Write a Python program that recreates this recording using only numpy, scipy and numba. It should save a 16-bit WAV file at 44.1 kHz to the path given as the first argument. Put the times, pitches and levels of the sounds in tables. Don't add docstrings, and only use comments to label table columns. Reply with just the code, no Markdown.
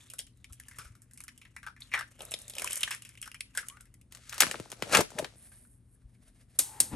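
import sys
import numpy as np
from scipy import signal
from scipy.fft import rfft, irfft, next_fast_len
from scipy.io import wavfile
from scipy.ndimage import uniform_filter1d
from numba import njit

SR = 44100
rng = np.random.default_rng(int(sys.argv[2]) if len(sys.argv) > 2 else 0)


def digitize_waveform(pressure):
    field = np.atleast_2d(pressure).T
    bounded = np.clip(field, -1, 1)
    quanta = np.round(bounded * 32767).astype(np.int16)
    wavfile.write(sys.argv[1], SR, quanta)


def elevation(decibels):
    levels = np.asarray(decibels, float)
    return 10 ** (levels / 20)


N = 306891

# frequency in Hz, strength in dB per Hz.
ROOM_TONE = [(24, -33.5), (40, 1.5), (122, -3.5), (156, -10.5), (186, -7.5), (212, -11.5), (244, -7.5),
             (310, -17), (418, -24.5), (865, -35.5), (1880, -37.5), (4070, -43.5), (7100, -45.5),
             (9260, -33.5), (11200, -40.5), (12200, -61)]
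ROOM_TONE_DB, HUM_HZ, HUM_DB = -61.5, 119, -66
# time in seconds, level in dB, middle ring in Hz.
CRUNCH = [(0.0, -60, 2440), (0.3, -85, 3000), (0.83, -61.5, 1700), (1.05, -87, 1600), (1.2, -70.5, 2140),
          (1.48, -78.5, 2170), (1.68, -75, 1300), (1.75, -101, 1530), (1.82, -61, 2770), (2.01, -78, 1240),
          (2.118, -65, 1260), (2.135, -70.5, 2000), (2.31, -59.5, 2910), (2.53, -64.5, 2600),
          (2.62, -46.5, 2250), (2.93, -51, 2160), (3.01, -69, 2320), (3.42, -72, 2260), (3.53, -72.5, 1920),
          (3.57, -56.5, 1530), (3.75, -70.5, 1410), (4.11, -100, 2810)]
CLUMP_DB = 3.5
CRUNCH_TREBLE_DB, BRIGHT_ABOVE_DB, TREBLE_FADES = 2, -63, 0.22
# frequency in Hz, width in Hz, strength in dB.
PAN_AIR = [(594, 276, 9), (1260, 35, 1)]
# time in seconds, answer in dB before the drive below is added.
PAN_ANSWER = [(0.0, -43), (0.14, -9), (0.19, -23), (0.7, -40), (0.785, -20), (0.85, -19), (1.5, -39),
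              (2.0, -25), (2.17, -16), (2.21, 0), (2.33, -12.5), (2.6, -13), (2.8, -26), (3.3, -27),
              (4.1, -15)]
CRACK_IN_PAN_DB, CRUNCH_IN_PAN_DB = 7.5, 10
# start in seconds, level in dB,
# ring of the hollow shell in Hz, treble in dB against the level, wetness from 0 to 1.
CRACKS = [(0.1009, -37, 2820, -0.5, 0.6), (0.136, -39, 1380, 1, 0.6), (0.1848, -37, 2600, -0.5, 0.45),
          (0.1902, -23, 3260, -6, 0.64), (0.267, -47.5, 3000, -0.5, 0.8), (0.372, -67, 2000, 6.5, 1),
          (0.4436, -32.5, 2420, -12, 0.24), (0.497, -51.5, 1230, -9, 1), (0.525, -51, 2900, 7.5, 0.4),
          (0.531, -45, 2850, 2.5, 0.44), (0.599, -34.5, 1700, -3, 0.27), (0.636, -43, 2740, -12, 0.14),
          (0.684, -37.5, 1690, -3, 0.4), (0.712, -37.5, 1940, -10, 0.45), (0.744, -42, 1800, -24, 0.7),
          (0.7846, -39, 2560, -7, 0.2), (0.786, -30.5, 1340, -6, 1), (0.849, -39.5, 1380, -9, 1),
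          (0.952, -45.5, 1340, -6.5, 0.7), (1.0194, -54.5, 1730, 7.5, 0.7), (1.111, -50, 1830, 0, 0.4),
          (1.135, -53.5, 1720, 11, 0.7), (1.175, -43.5, 2280, 3.5, 0.6), (1.2044, -34, 2200, -3, 0.32),
          (1.238, -44.5, 1460, 7, 0.32), (1.281, -29, 2090, -12, 0.42), (1.377, -45, 3100, -3.5, 0.36),
          (1.415, -35, 2490, -18, 0.65), (1.452, -36.5, 2000, -17, 0.48), (1.5643, -25, 1920, -17.5, 0.51),
          (1.6304, -32.5, 1510, -17, 0.64), (1.665, -22.5, 1444, -17.5, 0.82),
          (1.7642, -39, 1900, -18, 0.7), (1.8048, -43.5, 2100, -2, 0.6), (1.8203, -20.5, 4250, -37, 0.06),
          (1.916, -27, 2140, -26, 1), (1.9288, -23.5, 2220, -28, 0.4), (1.938, -8, 2110, -25, 0.54),
          (1.95, -13, 1950, -22.5, 0.63), (1.9759, -18, 1530, -24, 0.82), (1.9908, -21, 1550, -14, 0.6),
          (2.0095, -17.5, 1490, -20, 0.05), (2.015, -27, 1660, -22, 1), (2.192, -44, 3100, -3, 0.4),
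          (2.2055, -30, 2830, -15, 0.5), (2.2196, -51, 2840, 15.5, 0.7), (2.2518, -50.5, 1030, 14, 0.34),
          (2.3102, -41, 2700, 8, 0.3), (2.3174, -29, 2730, 1, 0.48), (2.339, -15.5, 3400, -12, 0.2),
          (2.389, -50, 2360, 11, 0.64), (2.4168, -56, 2770, 19, 0.6), (2.4806, -39, 3540, 7, 0.1),
          (2.4981, -34.5, 3580, 4.5, 0.5), (2.536, -32, 3610, -10, 0.23), (2.5522, -32.5, 2860, -3.5, 0.4),
          (2.566, -28.5, 3500, -15, 0.3), (2.583, -19, 2850, -8, 0.13), (2.596, -22, 2760, -10.5, 0.3),
          (2.62, -21, 1920, -5.5, 0.1), (2.644, -22.5, 994, 0.5, 0.08), (2.6748, -17, 2730, -9.5, 0.1),
          (2.7085, -27.5, 2660, 3, 0.2), (2.7203, -23.5, 3130, -3, 0.46), (2.731, -33.5, 3010, 8.5, 0.9),
          (2.757, -32, 2670, 7.5, 0.3), (2.7685, -30.5, 2000, -0.5, 0), (2.774, -47.5, 2450, 20.5, 0.5),
          (2.8076, -31, 3400, 1.5, 0.5), (2.8205, -34, 2200, -10, 0.3), (2.832, -8.5, 2900, -8.5, 0.21),
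          (2.876, -17.5, 1750, -48.5, 0.27), (2.908, -22, 1760, -8, 1), (2.9127, -21, 2680, -10.5, 1),
          (2.948, -26.5, 1870, -6, 0.03), (3.021, -35.5, 2750, -5.5, 0.34), (3.05, -34.5, 2740, -4.5, 0.65),
          (3.091, -42, 2180, -1.5, 0.5), (3.1206, -44, 2280, -22, 0.15), (3.153, -41, 2780, -12, 0),
          (3.1747, -34, 2650, -19, 0.24), (3.2159, -41.5, 2720, 7, 0.18), (3.2269, -26, 2750, -6, 0.56),
          (3.257, -36, 1480, -9, 1), (3.2764, -30, 1500, -9, 0.2), (3.316, -29, 2780, -12.5, 0.1),
          (3.3443, -29.5, 2370, -10.5, 0.3), (3.4068, -18, 2590, -8, 0.12), (3.55, -31.5, 1580, -9.5, 1),
          (3.5741, -14.5, 1690, -4, 0.61), (3.629, -33.5, 1360, -28, 0.5), (3.6847, -34.5, 3170, 4, 0.2),
          (3.699, -32, 3120, -10, 0), (3.77, -35, 1440, -20.5, 0.33), (3.802, -43.5, 1400, -26, 0.7),
          (3.808, -48, 3310, 4.5, 0.7), (3.855, -53, 1860, -4.5, 0.74), (3.9407, -50, 1990, 1, 0.35),
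          (4.013, -52, 2620, -2, 0.4)]
DRY_T60_S, WET_T60_S = 0.026, 0.15
DULL_BELOW_DB, SWELL_S = -13.5, 0.0011
RAGGED_DB, LUMP_S = 3.0, 0.003
PAN_RING_HZ, PAN_RING_WIDTH_HZ, PAN_RING_DB, FILL_DB_PER_S = 5430, 140, -1.5, 18.5
# frequency in Hz, time in seconds to fall 60 dB.
KITCHEN_T60 = [(200, 0.21), (1500, 0.16), (5000, 0.25), (12000, 0.15)]
KITCHEN_DB = -12
# start in seconds, peak in dB, pitch in Hz, number of cycles.
THUMPS = [(0.503, -40.5, 71.6, 2.2), (0.783, -46.5, 120, 2.2), (0.849, -46, 57, 2.2), (0.894, -44, 99, 3.1),
          (5.151, -37.5, 167, 2.2), (5.1925, -23.5, 600, 9.5), (6.038, -46, 52.4, 2.2)]
# time in seconds, pitch in Hz, level in dB.
SQUELCH = [(3.7, 1060, -54.5), (3.765, 1285, -62), (3.772, 1290, -65)]
# time in seconds, crinkle in dB, flap in dB.
RUSTLE = [(4.11, -66.5, -86), (4.144, -66, -65.5), (4.266, -58, -86), (4.444, -42, -45), (4.746, -65, -70),
          (5.008, -37.5, -23), (5.06, -58.5, -81), (5.132, -58.5, -59.5), (5.202, -57, -38),
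          (5.304, -63.5, -70.5), (5.36, -66, -67.5)]
# frequency in Hz, strength in dB per Hz.
CRINKLE = [(410, -39), (700, -22), (984, -21), (1230, -4.5), (2880, -7.5), (8760, -9), (10100, -7.5),
           (11500, -13), (16000, -49.5)]
# frequency in Hz, strength in dB per Hz.
FLAP = [(40, -20.5), (100, -3), (350, -6.5), (600, -0.5), (1000, -13.5), (1800, -28)]
# start in seconds, level in dB,
# flap of the sheet in dB against the level, flap pitch scale in Hz, treble in dB against the level.
SNAPS = [(4.123, -41, -22, 326, 3.5), (4.149, -39.5, -28, 318, 3), (4.1719, -41.5, -23, 820, -7),
         (4.295, -40.5, -37, 240, 7), (4.3262, -30, -38.5, 820, -4), (4.343, -34.5, -38.5, 810, -1.5),
         (4.3805, -26, -49.5, 789, -2.5), (4.4025, -24, -21, 850, -1), (4.4052, -9.5, -37.5, 860, 3.5),
         (4.409, -14.5, -18.5, 868, 0.5), (4.4188, -20, -19.5, 820, 3.5), (4.4215, -7.5, -18, 805, -10),
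         (4.4334, -12, -14, 814, -13.5), (4.4675, -22, -12, 226, -10), (4.5123, -22, -21, 583, -4.5),
         (4.543, -34, 2, 890, -30), (4.556, -29.5, -10, 393, -34), (4.5995, -30.5, 0.5, 304, -10),
         (4.658, -57.5, 12.5, 594, -13), (4.7021, -45.5, -9, 247.8, 4.5), (4.7175, -32.5, -13, 613, 0),
         (4.7261, -36, -4, 520, -12.5), (4.8235, -18, -8, 375, -12), (4.925, -23, -9, 570, -3),
         (4.9491, -5, -17, 570, -12.5), (4.9714, -12.5, -9.5, 570, -1), (4.9873, -21, -3.5, 645, -14),
         (5.007, -22, 0, 750, -1), (5.104, -40, -13.5, 579, -3.5), (5.118, -51, 7.5, 579, -16),
         (5.1852, -35.5, 5, 1200, -16.5), (5.188, -21.5, -8, 873, -2), (5.1941, -24, -9.5, 587.3, -15),
         (5.2255, -41, 11.5, 330, -16), (5.2452, -25.5, -7, 810, -13)]
FOLD_T60_S = 0.079
# time in seconds, level in dB.
CREAK = [(4.29, -66), (4.33, -45), (4.36, -53.5), (4.38, -64)]
CREAK_HZ, CREAK_WIDTH_HZ = 1600, 600
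# time in seconds, level in dB, dull part in dB against the crinkle.
TEAR = [(4.86, -65.5, 0.5), (4.905, -47, -8.5), (4.93, -27.5, -9), (4.95, -22.5, 2.5), (4.98, -29.5, -0.5),
        (5.01, -44.5, 6), (5.035, -60, 1), (5.06, -66, 10)]
# start in seconds, peak in dB, pitch in Hz.
TICKS = [(5.354, -62, 1750), (5.5186, -47, 1610), (5.651, -52, 1560), (5.9555, -69, 1740),
         (6.0186, -63, 1513), (6.149, -62.5, 2280)]
# time in seconds, hiss in dB.
POUR = [(5.36, -59.5), (5.47, -55), (5.5, -61), (5.54, -56.5), (5.655, -61.5), (5.69, -66.5), (5.74, -64),
        (5.82, -85.5), (5.88, -76), (5.95, -65), (5.97, -91.5)]
POUR_RATTLE_DB, FULL_FLOW_DB, RATTLE_FOLLOWS = -67, -57, 2.03
# time in seconds, hiss in dB.
SHAKES = [(5.965, -83.5), (6.097, -77), (6.23, -67), (6.362, -68), (6.508, -67.5)]
RETURN_S, RETURN_DB, SHAKE_FADE_DB_PER_S, SHAKE_RATTLE_DB = 0.051, 5.5, 560.5, -2
# start in seconds, peak in dB, basic dying time in seconds, scaled in the parts.
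SPARKS = [(6.5895, -4.5, 0.22), (6.8024, 0.5, 0.13)]
# frequency in Hz, strength in dB per Hz.
SPARK_TONE = [(290, -19), (500, -22.5), (1530, -21.5), (1670, -21), (3200, -14.5), (3490, -13.5),
              (8830, -8.5), (11500, 17), (13800, -8.5), (16000, -23.5)]
# time in seconds, hiss in dB, flame in dB before a fixed lift.
GAS = [(6.6, -69, -59.5), (6.66, -59.5, -84), (6.78, -54.5, -75), (6.82, -53, -54), (6.9, -65, -63),
       (6.93, -45, -42), (6.959, -44, -39.5)]
PANS = (-0.9, 0.66, -1.6, 0.69)
# frequency in Hz, radians by which left leads.
PORT_LEAD = [(0, 0), (1890, -0.1), (3100, 1.4), (4220, 0.3), (5340, 0.8), (6800, 0.2), (7920, 1.1),
             (8790, -0.5), (11800, -6.0), (12400, -6.5), (13300, -9.0), (14200, -9.8), (14900, -12.2),
             (16400, -13.1)]
# frequency in Hz, left over right in dB.
PORT_BALANCE = [(60, 2.5), (110, 2), (200, 3.5), (380, 5), (700, 3.5), (1290, 6.5), (2380, 2), (4400, 3.5),
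                (8120, 2), (15000, -1.5)]
# frequency in Hz, gain in dB.
MIC_TOP = [(9900, -1), (10250, -5), (10600, 3.5), (12200, -9), (12900, -20), (13600, -18.5), (15500, -20.5),
           (17000, -51)]


def rms_one(x):
    return x / np.sqrt(np.mean(x ** 2) + 1e-20)


def in_time(rows):
    s, *columns = np.transpose(rows)
    t = np.arange(N) / SR
    gate = uniform_filter1d(1. * ((t >= s[0]) & (t <= s[-1])), size=200)
    return [gate] + [np.interp(t, s, c) for c in columns]


def at_hz(points, hz):
    f, v = np.transpose(points)
    return np.interp(np.log(hz + 1), np.log(f + 1), v)


def colour(x, spectrum):
    hz = np.fft.rfftfreq(x.shape[-1], 1 / SR)
    return rms_one(irfft(rfft(x) * elevation(at_hz(spectrum, hz)), x.shape[-1]))


def band(x, low_hz, high_hz):
    high_hz = min(high_hz, SR * .45)
    return signal.sosfilt(signal.butter(2, [low_hz, high_hz], "band", fs=SR, output="sos"), x)


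def peak(x, hz, width_hz):
    return signal.lfilter(*signal.iirpeak(hz, hz / width_hz, SR), x)


@njit
def moving_ring(x, hz, width_hz, sr):
    out, r = np.zeros(len(x)), np.exp(-np.pi * width_hz / sr)
    for i in range(2, len(x)):
        push = x[i] - x[i - 2]
        out[i] = push + 2 * r * np.cos(2 * np.pi * hz[i] / sr) * out[i - 1] - r * r * out[i - 2]
    return out


def grains(per_s, spread_db, hiss):
    sizes = elevation(spread_db * np.minimum(rng.exponential(1, N), 4)) * rng.choice([-1, 1], N)
    clicks = rms_one(sizes * (rng.random(N) < per_s / SR))
    return rms_one(clicks + hiss * rng.standard_normal(N))


def burst(t60, click):
    t = np.arange(SR // 6) / SR
    lumps = np.interp(t, np.arange(60) * LUMP_S, rng.standard_normal(60))
    dying = elevation(RAGGED_DB * lumps - 60 * t / t60) + 2.5 * elevation(-60 * t / 0.0085)
    rush = rng.standard_normal(len(t)) * dying
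    rush[0] = click * np.sign(rush[0])
    return rush


def add(out, s, piece, db):
    i = round(s * SR)
    out[i:i + len(piece)] += (elevation(db) * piece / np.abs(piece).max())[:N - i]


def room_tone():
    mid, side = rng.standard_normal((2, N))
    air = colour(mid + 0.14 * side * [[1], [-1]], ROOM_TONE)
    waver = rms_one(band(rng.standard_normal(N), HUM_HZ - 6, HUM_HZ + 6))
    hum = np.sqrt(2) * np.sin(2 * np.pi * HUM_HZ * np.arange(N) / SR) + 0.4 * waver
    return elevation(ROOM_TONE_DB) * air + elevation(HUM_DB) * hum


def pan_air(x):
    return sum(elevation(db) * peak(x, hz, width) for hz, width, db in PAN_AIR)


def crunch():
    gate, db, hz = in_time(CRUNCH)
    clumps = elevation(CLUMP_DB * rms_one(band(rng.standard_normal(N), 19.3, 31)))
    push = clumps * grains(450, spread_db=1.0, hiss=1.0)
    smacks = 0
    for ratio, share in [(.72, 0.17), (1, 0.31), (1.38, 0.55)]:
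        smack = moving_ring(grains(190, spread_db=2.0, hiss=0.27), ratio * hz, 250.0, SR)
        smacks = smacks + share * rms_one(smack)
    body = rms_one(smacks + 0.38 * rms_one(band(push, 830, 2700)))
    treble_db = CRUNCH_TREBLE_DB + TREBLE_FADES * np.minimum(db - BRIGHT_ABOVE_DB, 0)
    body += elevation(treble_db) * rms_one(band(push, 5800, 11500))
    body += elevation(in_time(PAN_ANSWER)[1] + CRUNCH_IN_PAN_DB) * rms_one(pan_air(push))
    return gate * elevation(db) * body


def cracks():
    out, edge, spit, boom = np.zeros((4, N))
    for s, db, hz, treble_db, wet in CRACKS:
        t60 = DRY_T60_S + wet * (WET_T60_S - DRY_T60_S)
        dull = np.clip((DULL_BELOW_DB - treble_db) / 6, 0, 1)
        push = burst(t60, click=0.35)
        swell_s = 0.0013 + SWELL_S * dull
        push *= 1 - wet * np.exp(-np.arange(len(push)) / (swell_s * SR))
        shape = rng.uniform(.45, 1.5)
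        hollow = peak(push, hz, hz / 5.05) - .5 * peak(push, shape * hz, hz / 3.37)
        add(out, s, band(hollow, 0.42 * hz, 4230), db - 10.0)
        top_hz = 3900 - dull * max(3900 - 1.82 * hz, 0)
        add(out, s, band(push, 0.5 * hz, top_hz), db - 10.5 - 4.4 * dull)
        add(spit, s, burst(0.9 * t60, click=3.5), db + treble_db + 10.0)
        add(edge, s, push, db + 0.17 * treble_db + 2.5 - 11.0 * dull)
        add(boom, s, push, db + np.interp(s, *np.transpose(PAN_ANSWER)) + CRACK_IN_PAN_DB)
    sing_db = PAN_RING_DB - FILL_DB_PER_S * np.arange(N) / SR
    sing = elevation(sing_db) * peak(edge, PAN_RING_HZ, PAN_RING_WIDTH_HZ)
    treble = band(band(spit, 7240, 17000), 3260, 12500) + 0.8 * peak(spit, 9980, 1400)
    return out + sing + band(edge, 4650, 5480) + treble + pan_air(boom)


def kitchen(x):
    t = np.arange(SR // 2) / SR
    tail = 0
    for hz in 100 * 2. ** np.arange(8):
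        mid, side = rng.standard_normal((2, len(t))) * (t > .002)
        dying = elevation(-60 * t / at_hz(KITCHEN_T60, hz * np.sqrt(2)))
        tail = tail + band(mid + 2.4 * side * [[1], [-1]], hz, 2 * hz) * dying
    return signal.fftconvolve(x[None], tail / np.sqrt(np.sum(tail[0] ** 2)), axes=1)[:, :N]


def thumps():
    out = np.zeros(N)
    for s, db, hz, cycles in THUMPS:
        t = np.arange(int(cycles * SR / hz)) / SR
        add(out, s, np.sin(2 * np.pi * hz * t) * np.hanning(len(t)), db)
    return out


def squelch():
    on, pitch, squelch_db = in_time(SQUELCH)
    gurgle = 1 + 0.38 * rms_one(band(rng.standard_normal(N), 40, 170))
    return on * gurgle * elevation(squelch_db) * np.sin(2 * np.pi * np.cumsum(pitch) / SR)


def rustle():
    gate, crinkle_db, flap_db = in_time(RUSTLE)
    crinkle = elevation(crinkle_db) * colour(grains(1500, spread_db=4.0, hiss=0.94), CRINKLE)
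    flap = elevation(flap_db) * colour(grains(480, spread_db=4.5, hiss=0.38), FLAP)
    return gate * (crinkle + flap)


def snaps():
    out, t = np.zeros(N), np.arange(SR // 10) / SR
    for s, db, flap_db, hz, treble_db in SNAPS:
        add(out, s, band(burst(FOLD_T60_S, click=13.0), 1100, 3700), db - .6)
        add(out, s, band(burst(0.89 * FOLD_T60_S, click=1.7), 5200, 17000), db + treble_db + 8.5)
        sink = hz * 0.0065 * (1 - np.exp(-t / 0.0038)) + 0.27 * hz * t
        thud = np.sin(2 * np.pi * sink) * elevation(-60 * t / 0.048)
        rough = band(burst(2.0 * FOLD_T60_S, click=3.0), 150, 510)[:len(t)]
        add(out, s, thud + 0.36 * rough, db + flap_db + 0.5)
    return out


def creak():
    taut, creak_db = in_time(CREAK)
    push = grains(700, spread_db=5.0, hiss=0.3)
    return taut * elevation(creak_db) * rms_one(peak(push, CREAK_HZ, CREAK_WIDTH_HZ))


def tear():
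    gate, db, dull_db = in_time(TEAR)
    push = grains(2500, spread_db=2.5, hiss=1.0)
    return gate * elevation(db) * (colour(push, CRINKLE) + elevation(dull_db) * rms_one(band(push, 300, 2900)))


def lid_ticks():
    out = np.zeros(N)
    for s, db, hz in TICKS:
        push = burst(0.097, click=1.9)
        add(out, s, peak(push, hz, 200) + 0.071 * push, db)
    return out


def shakers():
    gate, flow_db = in_time(POUR)
    t = np.arange(N) / SR
    shaken = 0
    for s, db in SHAKES:
        for late, back_db in [(0, 0), (RETURN_S, RETURN_DB)]:
            shaken = shaken + elevation(db + back_db - SHAKE_FADE_DB_PER_S * np.abs(t - s - late))
    hiss = rms_one(band(grains(1500, spread_db=3.0, hiss=0.52), 8830, 11100))
    knock = grains(2000, spread_db=1.0, hiss=0.71)
    rattle = rms_one(peak(knock, 1870, 850) + 0.71 * band(knock, 580, 9100) + 1.9 * peak(knock, 675, 220))
    rattle_db = POUR_RATTLE_DB + RATTLE_FOLLOWS * (flow_db - FULL_FLOW_DB)
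    poured = elevation(flow_db) * hiss + elevation(rattle_db) * rattle
    return gate * poured + shaken * (hiss + elevation(SHAKE_RATTLE_DB) * rattle)


def sparks():
    out, t = np.zeros(N), np.arange(SR // 2) / SR
    lows = 250 * 2 ** np.arange(0, 6, .5)
    for s, db, t60 in SPARKS:
        dying = elevation(-60 * t / (0.25 * t60)) + elevation(-14 - 60 * t / (1.3 * t60)) + elevation(-38.0 - 60 * t / 2.0)
        scatter = rng.standard_normal((len(lows), len(t))) * dying
        spark = 0
        for hz, noise in zip(lows, scatter):
            spark = spark + elevation(at_hz(SPARK_TONE, hz * 2 ** 0.26)) * band(noise, hz, hz * np.sqrt(2))
        add(out, s, spark, db)
    return out


def gas():
    gate, hiss_db, flame_db = in_time(GAS)
    air = rng.standard_normal(N)
    hiss = rms_one(peak(peak(air, 824, 170), 890, 210) + 0.24 * band(air, 210, 2200))
    flame = rms_one(band(rng.standard_normal(N), 53, 264))
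    return gate * (elevation(hiss_db) * hiss + elevation(flame_db + 4.0) * flame)


def scene():
    eggs = crunch() + cracks() + squelch()
    bag = rustle() + snaps() + creak() + tear()
    hands = [eggs, bag, lid_ticks() + shakers()]
    stove = sparks() + gas()
    near = sum(x * elevation([[db / 2], [-db / 2]]) for x, db in zip(hands + [stove], PANS))
    return near + thumps() + elevation(KITCHEN_DB) * kitchen(sum(hands)) + room_tone()


def band_limit(x):
    return signal.sosfilt(signal.butter(12, 16820, fs=SR, output="sos"), x)


def record(dry):
    size = next_fast_len(N + 2048)
    hz = np.fft.rfftfreq(size, 1 / SR)
    lead = np.interp(hz, *np.transpose(PORT_LEAD))
    half = elevation(at_hz(PORT_BALANCE, hz) / 2) * np.exp(.5j * lead)
    heard = rfft(dry, size) * elevation(at_hz(MIC_TOP, hz)) * np.array([half, 1 / half])
    ports = irfft(heard, size)[:, :N]
    return band_limit(np.clip(ports, -1, 1))


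dry = scene()
out = record(dry)
digitize_waveform(out)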